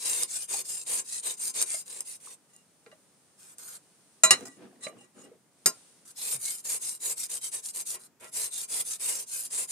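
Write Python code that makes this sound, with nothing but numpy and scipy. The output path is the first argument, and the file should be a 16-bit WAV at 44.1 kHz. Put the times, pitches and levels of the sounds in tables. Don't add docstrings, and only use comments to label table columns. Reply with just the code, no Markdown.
import sys
import numpy as np
from scipy import signal
from scipy.fft import rfft, irfft, next_fast_len
from scipy.io import wavfile
from scipy.ndimage import uniform_filter1d, map_coordinates

SR = 44100
rng = np.random.default_rng(int(sys.argv[2]) if len(sys.argv) > 2 else 0)


def digitize_waveform(pressure):
    field = np.atleast_2d(pressure).T
    bounded = np.clip(field, -1, 1)
    quanta = np.round(bounded * 32767).astype(np.int16)
    wavfile.write(sys.argv[1], SR, quanta)


N = 428211
TIME = np.arange(N) / SR

# frequency in Hz, density in dB per Hz; only the shape counts, the layer sets the level.
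AIR_COLOUR = [(30, -24.5), (165, -5.5), (1670, -22), (3870, -29.5), (7090, -25.5), (16000, -33.5)]
HISS_COLOUR = [(2500, -10.5), (7500, -6), (9300, 1.5), (11000, -15.5), (15000, -28.5)]
WATER_COLOUR = [(100, -15), (300, 5), (700, -11.5), (2200, -18.5), (6000, -30), (14000, -48)]
SPRAY_COLOUR = [(1000, -2.5), (3300, -15.5), (7000, 3), (14000, -16)]
CLATTER_COLOUR = [(50, -25), (150, -1), (500, -3.5), (2800, -0.5), (3350, -11), (3900, 8), (5800, 3.5),
                  (7000, 4), (9500, 6.5), (16000, -25)]
TUB_COLOUR = [(60, -41), (130, -52.5), (260, -4.5), (450, 4.5), (750, -4.5), (1040, 5.5), (1300, -8.5),
              (2400, 4), (5000, -10)]
WIRE_COLOUR = [(500, -35), (1100, -27.5), (2300, -9), (3150, -13.5), (3900, -2.5), (4750, -8.5), (6000, -5),
               (7100, 1.5), (9200, 7), (10200, -4), (12000, -63)]
FIZZ_COLOUR = [(5200, -28), (5650, -2), (6100, -8), (10200, 9.5), (10700, 22.5), (11800, -4.5), (12400, 15),
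               (13200, 0), (16000, -31)]
# frequency in Hz, left-right likeness from 0 to 1.
LIKENESS = [(50, 0.33), (350, 0.88), (1100, 0.51), (5000, 0.06), (13000, 0.17)]
# time in seconds, level in dB before the layer's trim.
HISS_CURVE = [(0, -79), (2.6, -64.5), (4.2, -60.5), (5.5, -69), (5.75, -52.5), (6.1, -62), (8.1, -89)]

# start in seconds, end in seconds, level in dB.
SWIRLS = [(4.292, 4.554, -53.5), (4.552, 4.818, -56), (4.785, 5.082, -56), (5.139, 5.39, -56.5)]
# start in seconds, level in dB,
# first pitch in Hz, glide in octaves a second.
GLIDING_TONES = [(0.541, -21.5, 946, -42), (1.742, -30.5, 663, -9), (2.272, -28.5, 1270, -60),
                 (2.866, -41.5, 433, 5), (2.926, -39, 590, 6), (4.338, -8, 1900, 24), (4.392, -37, 440, -4),
                 (4.484, -37.5, 304, -10.5), (4.578, -40, 315, 4), (4.867, -24, 566, 16),
                 (4.869, -13.5, 2170, 9), (5.315, -38, 481, -4), (6.345, -46.5, 163, -11.5)]
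# start in seconds, end in seconds, level in dB.
SPLASHES = [(4.335, 4.46, -49), (4.452, 4.495, -37)]

BAR_HZ = [635, 1050, 1184, 1374, 1950, 2412, 2842, 4021, 5073, 5305, 6295, 6794, 7635, 8400, 8590, 9090,
          10110, 10685, 11470, 11806, 12360, 13650, 14270]
# relative dB when excited by the brush, on the tip,
# on the edge, on the flat.
BAR_STRENGTHS = [(-64, -24.5, -41, -38), (-35.5, -23.5, -36, -33), (-57, -31.5, -22.5, -60),
                 (-40, -16.5, -37, -29.5), (-50, -20, -18.5, -38), (-35.5, -20, -33, -46),
                 (-31, -25.5, -16, -34), (-40, -22, -22.5, -46), (-17.5, -28, -39, -16.5),
                 (-48, -26.5, -20, -37), (-14, -16.5, -24, -17.5), (-38, -9.5, -12.5, -16),
                 (-10.5, -8.5, -24, -19.5), (-33.5, -16, -12.5, -23), (-11, -32, -26.5, -14.5),
                 (-5, -14, -15.5, -17.5), (-34, -36, -19.5, -24), (-13.5, -20.5, -36.5, -25.5),
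                 (-22, -40, -43.5, -47.5), (-41.5, -43.5, -41, -21), (-18, -24, -32.5, -24.5),
                 (-27, -43, -48.5, -27), (-30, -33.5, -32.5, -38)]
PLACES = ["brush", "tip", "edge", "flat"]
# start in seconds, place, ring in dB, clatter in dB, clatter t60 in seconds,
# seconds until the hand or water chokes the ring, pitch rise while choked in Hz per second.
KNOCKS = [(2.862, "tip", -37.5, -38.5, 0.071, 0.021, 8), (2.915, "edge", -36, -43.5, .1, 0.02, 0),
          (4.235, "tip", -0.5, -19, 0.19, 0.079, -2), (4.307, "edge", 1, -10, 0.14, 0.028, 36000),
          (4.337, "edge", -12, -28.5, .07, .001, 24000), (4.866, "tip", -33, -28, 0.09, 0.0063, 0),
          (5.659, "flat", -0.5, -14, 0.075, 0.043, 0)]
# start in seconds, ring in dB.
TAPS = [(0.2329, -6.5), (1.6153, -6.5), (1.6251, -4), (2.006, -12.5), (2.563, -35.5), (3.583, -26.5)]

# start in seconds, end in seconds, level in dB.
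DRAGS = [(7.91, 8.0, -47), (8.195, 8.3, -47.5)]
# start in seconds, end in seconds,
# level in dB.
SLIDES = [(2.46, 2.64, -64.5), (4.31, 4.6, -57), (4.8, 4.91, -41.5), (4.965, 5.07, -53.5), (5.12, 5.3, -57)]
# start in seconds, end in seconds, level in dB.
GRAZES = [(3.37, 3.55, -56), (3.572, 3.782, -48), (6.05, 6.125, -54), (7.985, 8.08, -55.5),
          (8.195, 8.31, -54)]
# start in seconds, level in dB,
# sag of the pressure in dB a second.
STROKES = [(-0.02, -29.5, 15), (0.266, -35, 50), (0.469, -31.5, 56), (0.634, -35.5, 58), (0.846, -30.5, 45),
           (1.03, -37, -27), (1.214, -33.5, 100), (1.361, -34, 1), (1.522, -31, -26), (1.652, -34.5, 120),
           (1.838, -42.5, 29.0), (2.037, -43, 74), (2.182, -48.5, 14), (6.143, -33.5, -13),
           (6.381, -36, 93), (6.624, -32.5, -5.0), (6.791, -36.5, 102), (6.987, -33, -1.0),
           (7.152, -35.5, 46), (7.277, -35.0, 67), (7.4, -36, -26), (7.501, -37, 96.0), (7.616, -37.5, 21),
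           (7.724, -36, 92), (7.845, -36.5, 99), (8.311, -32.5, 27), (8.499, -35.5, 81),
           (8.669, -31.5, -15), (8.836, -35.5, 73), (8.979, -33, 73), (9.255, -35.5, 34),
           (9.487, -33.0, 39), (9.668, -34.5, 30.0)]
RESTS = [2.363, 7.981, 9.8]
# time in seconds,
# left minus right in dB, wire fizz in dB, tub drumming in dB (on top of the push or pull level).
SPOT = [(.2, 1.5, -11, 7), (1.7, 1.5, -17, 7.5), (2.1, -0.5, -10.5, 11), (6.2, 0.5, -4.5, 4.5),
        (9.7, 0.5, -6, 6)]

# speed-up as a share of the movement, slow-down in seconds, sag in dB a second.
SWIRL, DRAG, SLIDE, GRAZE = (0.18, 0.065, 27), (0.52, 0.064, 68), (0.65, 0.11, 0), (0.15, 0.018, 0)
PUSH, PULL = (0.52, 0.042), (0.54, 0.036)
SPEED_POWER = 1.4

PUSH_TUB_DB, PULL_TUB_DB, GRAZE_TUB_DB = -23, -33.5, -26
BEND_S, SNAP_S, BEND_DB = 0.016, 0.0028, -6
BACK_HZ, BACK_WIDTH_HZ = 1430, 200
BACK_DB, BACK_GRAZE_DB = -30.5, -14.5

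BAR_T60, T60_SLOPE = 0.15, 0.17
LONG_HZ, LONG_T60 = 4021, 0.44
TWIN_SPLIT = 0.0035
RUB_WIDTH_HZ, RUB_Q = 15, 450
LOAD_SWAY_S, LOAD_SWAYS_PER_S = 0.000244, 9

CHOKED_SHARE = 0.056
STIFFEN_BELOW_HZ = 2400
WAVER, WAVERS_PER_S = 0.007, 55
HARD_HZ, DB_PER_OCTAVE = 14600, 13.5
TAP_HARD_HZ, TAP_CLATTER_DB = 13100, -17.5
EDGE_HZ = 15700


def gain_of(db):
    return 10 ** (np.asarray(db) / 20)


def evened(x):
    return x / np.sqrt(np.mean(x ** 2) + 1e-20)


def read(points, hz):
    f, value = np.transpose(points)
    return np.interp(np.log(hz + 1), np.log(f), value)


def follow(curve):
    s, *columns = np.transpose(curve)
    return np.array([np.interp(TIME, s, column) for column in columns])


def add(mix, s, sound):
    at = round(s * SR)
    part = mix[:, max(at, 0):]
    sound = sound[..., max(-at, 0):]
    part[:, :sound.shape[-1]] += sound[..., :part.shape[1]]


def drift(per_s):
    knots = rng.standard_normal(N // 50)
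    return evened(np.interp(TIME * per_s, np.arange(len(knots)), knots))


def noise(colour, size=N):
    padded = next_fast_len(size, True)
    hz = np.fft.rfftfreq(padded, 1 / SR)
    left, other = rfft(rng.standard_normal((2, padded)))
    same = np.clip(read(LIKENESS, hz), -1, 1)
    right = same * left + np.sqrt(1 - same ** 2) * other
    bass_cut = hz ** 2 / (hz ** 2 + 55 ** 2)
    coloured = np.array([left, right]) * gain_of(read(colour, hz)) * bass_cut
    return evened(irfft(coloured, padded)[:, :size])


def shimmer(x, depth_db=6.5):
    z = signal.stft(x, nperseg=1024)[2]
    streaks = rng.standard_normal(z.shape[1:])
    streaks = uniform_filter1d(streaks, size=4, axis=0)
    streaks = uniform_filter1d(streaks, size=10, axis=1)
    z = z * gain_of(depth_db * evened(streaks))
    steady = z / np.linalg.norm(z, axis=(0, 1))
    return evened(signal.istft(steady, nperseg=1024)[1][:, :N])


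def resonance(drive, hz, width_hz):
    r, angle = np.exp(-np.pi * width_hz / SR), 2 * np.pi * hz / SR
    feed = [2 * np.sin(angle) * np.sqrt(1 - r)]
    return signal.lfilter(feed, [1, -2 * r * np.cos(angle), r * r], drive + 1e-18)


def sweep(start, end, level_db, shape):
    attack_share, release_s, sag_db_per_s = shape
    length = end - start
    t = np.arange(0, length, 1 / SR)
    ramps = np.clip([t / (attack_share * length), (length - t) / release_s], 0, 1)
    speed = np.sin(np.pi / 2 * ramps).prod(0)
    pressure = gain_of(level_db - sag_db_per_s * (t - length / 2))
    return pressure * speed ** SPEED_POWER


def movements(rows, shape):
    force = np.zeros((1, N))
    for start, end, level_db in rows:
        add(force, start, sweep(start, end, level_db, shape))
    return force


def bar_modes(place):
    hz = np.array(BAR_HZ)
    t60 = BAR_T60 * (hz / 1000) ** -T60_SLOPE
    t60[np.argmin(abs(hz - LONG_HZ))] = LONG_T60
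    return hz, t60, gain_of(np.transpose(BAR_STRENGTHS)[PLACES.index(place)])


def rubbed_bar(force, place, wander_db):
    drives = force * rng.standard_normal((2, 2, N))
    out = np.zeros((2, N))
    modes_hz, _, weights = bar_modes(place)
    moments = np.arange(0, N / SR, 1 / 20)
    wander = wander_db * rng.standard_normal((2, len(weights), len(moments)))
    swells = weights[:, None] * gain_of(wander)
    swells /= np.sqrt((swells ** 2).sum((0, 1)))
    for split, drive, family in zip([1 - TWIN_SPLIT, 1 + TWIN_SPLIT], drives, swells):
        for hz, swell in zip(modes_hz * split, family):
            out += np.interp(TIME, moments, swell) * resonance(drive, hz, RUB_WIDTH_HZ + hz / RUB_Q)
    swayed = (TIME + LOAD_SWAY_S * drift(LOAD_SWAYS_PER_S)) * SR
    return np.array([map_coordinates(ear, [swayed], order=3) for ear in out])


def background():
    air = gain_of(-67.5 + 0.46 * drift(4.1)) * noise(AIR_COLOUR)
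    hiss = gain_of(follow(HISS_CURVE) - 4.0) * noise(HISS_COLOUR)
    return air + hiss


def yard(x, near_t60=0.16, near_db=-13, far_t60=0.2, far_db=-31):
    t = np.arange(SR // 2) / SR
    echo = 0
    for db, t60 in [(near_db, near_t60), (far_db, far_t60)]:
        tail = noise([(500, 10.0), (2500, 1), (12000, -11.0)], size=len(t)) * gain_of(-60 * t / t60)
        echo = echo + gain_of(db) * tail / np.linalg.norm(tail[0])
    return signal.oaconvolve(x, echo, axes=1)[:, :N]


def gliding_tone(hz, glide, rise_s=0.0043, ring_cycles=20):
    t = np.arange(SR // 8) / SR
    turns = np.cumsum(hz * 2 ** (glide * t)) / SR
    decay = gain_of(-60 * t * hz / ring_cycles)
    return decay * (1 - np.exp(-t / rise_s)) * np.sin(2 * np.pi * turns)


def water(drops_per_s=220, drops_db=2):
    start, end = SWIRLS[0][0], SWIRLS[-1][1]
    drops = np.zeros((1, N))
    for when, pitch, size in rng.random((int(drops_per_s * (end - start)), 3)):
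        droplet = -np.log(1 - size) * gliding_tone(450 * 10 ** pitch, 2.5)
        add(drops, start + when * (end - start), droplet)
    slosh = evened(gain_of(5.2 * drift(35))) * noise(WATER_COLOUR)
    out = movements(SWIRLS, SWIRL) * (slosh + gain_of(drops_db) * drops)
    for s, db, hz, glide in GLIDING_TONES:
        add(out, s, gain_of(db) * gliding_tone(hz, glide))
    return out


def splash(patter_db=5, drops_per_s=400):
    patter = evened(gain_of(patter_db * drift(drops_per_s)))
    return movements(SPLASHES, SWIRL) * patter * shimmer(noise(SPRAY_COLOUR))


def blow(place, ring_db, hard_hz, clatter_db, clatter_t60, free_s, bend_hz_per_s,
         choke_s=0.013, rise_s=0.00066, crack_share=0.24, crack_hz=2600):
    t = np.arange(SR // 3) / SR
    hz, t60, strength = np.array(bar_modes(place))[..., None]
    choked_s = np.maximum(t - free_s, 0)
    free = np.exp(-choked_s / choke_s)
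    bend_hz = bend_hz_per_s * choked_s * (free > CHOKED_SHARE / 2) / (1 + (hz / STIFFEN_BELOW_HZ) ** 4)
    knots = rng.standard_normal((len(hz), 20))
    waver = np.array([np.interp(t * WAVERS_PER_S, np.arange(len(k)), k) for k in knots])
    bend_hz = bend_hz + WAVER * np.minimum(hz, LONG_HZ) * waver
    phase = 2 * np.pi * (np.cumsum(hz + bend_hz, axis=1) / SR + rng.random(hz.shape))
    lag = np.pi / 2 * np.minimum(hz / 2000, 1)
    size = strength * gain_of(ring_db - 60 * t / t60)
    ring = np.array([(size * np.sin(phase)).sum(0), (size * np.sin(phase - lag)).sum(0)])

    burst = gain_of(clatter_db) * noise(CLATTER_COLOUR, size=len(t))
    rattle = signal.lfilter(*signal.butter(2, crack_hz, "low", fs=SR), burst)
    crack = signal.lfilter(*signal.butter(2, crack_hz, "high", fs=SR), burst)
    fall_db = -60 * t / clatter_t60
    clatter = rattle * gain_of(fall_db) - crack * gain_of(fall_db / crack_share)

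    held = np.maximum(free, CHOKED_SHARE) * (1 - np.exp(-t / rise_s))
    return signal.lfilter(*signal.butter(2, min(hard_hz, EDGE_HZ), fs=SR), (ring + clatter) * held)


def knocks():
    out = np.zeros((2, N))
    for s, place, ring_db, clatter_db, clatter_t60, free_s, bend in KNOCKS:
        hard_hz = HARD_HZ * 2 ** (ring_db / DB_PER_OCTAVE)
        add(out, s, blow(place, ring_db, hard_hz, clatter_db, clatter_t60, free_s, bend))
    for s, ring_db in TAPS:
        tap = blow("brush", ring_db, TAP_HARD_HZ, ring_db + TAP_CLATTER_DB, clatter_t60=0.014,
                   free_s=0.00043, bend_hz_per_s=0, choke_s=0.002)
        add(out, s, tap)
    return out


def foot(dull_hz=2600, ring_db=4, tub_db=-1.0):
    force = movements(DRAGS, DRAG)
    ring = gain_of(ring_db) * rubbed_bar(force, "tip", wander_db=2)
    scrape = gain_of(tub_db) * force * noise(TUB_COLOUR)
    return signal.lfilter(*signal.butter(2, dull_hz, fs=SR), ring + scrape)


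def light_slides(judder_db=3, judder_per_s=110):
    force = movements(SLIDES, SLIDE) * evened(gain_of(judder_db * drift(judder_per_s)))
    singing = gain_of(2.0) * rubbed_bar(force, "edge", wander_db=8.0)
    return singing + gain_of(-1) * force * noise(WIRE_COLOUR)


def whistling_mode():
    force = movements([(3.58, 3.765, -54)], GRAZE)
    return resonance(force * rng.standard_normal((2, N)), 11850, RUB_WIDTH_HZ)


def flicks(per_s=260):
    snags = rng.random(N) < per_s / SR
    size = gain_of(3 * np.minimum(rng.exponential(1, N), 4)) * snags
    click = noise(WIRE_COLOUR, size=256) * np.exp(-np.arange(256) / 20)
    return evened(signal.oaconvolve(size[None], click, axes=1)[:, :N])


def scrubbing(overlap_s=0.00069):
    force = movements(GRAZES, GRAZE)
    drumming = force * gain_of(GRAZE_TUB_DB)
    turns = [row[0] for row in STROKES] + RESTS
    pushing = True
    for start, level_db, sag in STROKES:
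        end = min(s for s in turns if s > start)
        shape, tub_db, bend_db = (PUSH, PUSH_TUB_DB, BEND_DB) if pushing else (PULL, PULL_TUB_DB, 0)
        stroke = sweep(start - overlap_s, end + overlap_s, level_db, (*shape, sag))
        t = np.arange(len(stroke)) / SR
        stroke *= gain_of(np.interp(t, [BEND_S, BEND_S + SNAP_S], [bend_db, 0]))
        add(force, start - overlap_s, stroke)
        add(drumming, start - overlap_s, stroke * gain_of(tub_db))
        pushing = end in RESTS or not pushing
    return force, drumming


def brush(judder_db=1.57, judder_per_s=110, flicks_db=-8):
    force, drumming = scrubbing()
    left_db, fizz_db, tub_db = follow(SPOT)
    lean_db = left_db * np.array([[.5], [-.5]])
    grain = evened(gain_of(judder_db * drift(judder_per_s)))

    wires = gain_of(-0.5) * shimmer(noise(WIRE_COLOUR))
    wires = wires + gain_of(fizz_db) * shimmer(noise(FIZZ_COLOUR))
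    wires = wires + gain_of(flicks_db) * flicks()
    bar = gain_of(-2) * rubbed_bar(force * grain, "brush", wander_db=5.5)
    hum = gain_of(BACK_DB) * force + gain_of(BACK_GRAZE_DB) * movements(GRAZES, GRAZE)
    back = resonance(hum * grain * rng.standard_normal((2, N)), BACK_HZ, BACK_WIDTH_HZ)
    tub = drumming * gain_of(tub_db) * grain * noise(TUB_COLOUR)
    tub = tub * gain_of([[.3], [2.7]])
    return (force * grain * wires + bar) * gain_of(lean_db) + back + tub


def scene():
    dry = water() + splash() + knocks() + foot() + light_slides() + whistling_mode() + brush()
    return background() + dry + yard(dry)


def record(dry):
    thin = signal.lfilter(*signal.butter(2, 85, "high", fs=SR), dry)
    clipped = np.clip(thin, -.85, .85)
    band_limit = signal.firwin(301, EDGE_HZ, window=("kaiser", 9), fs=SR)
    return signal.oaconvolve(clipped, band_limit[None], "same")


dry = scene()
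out = record(dry)
digitize_waveform(out)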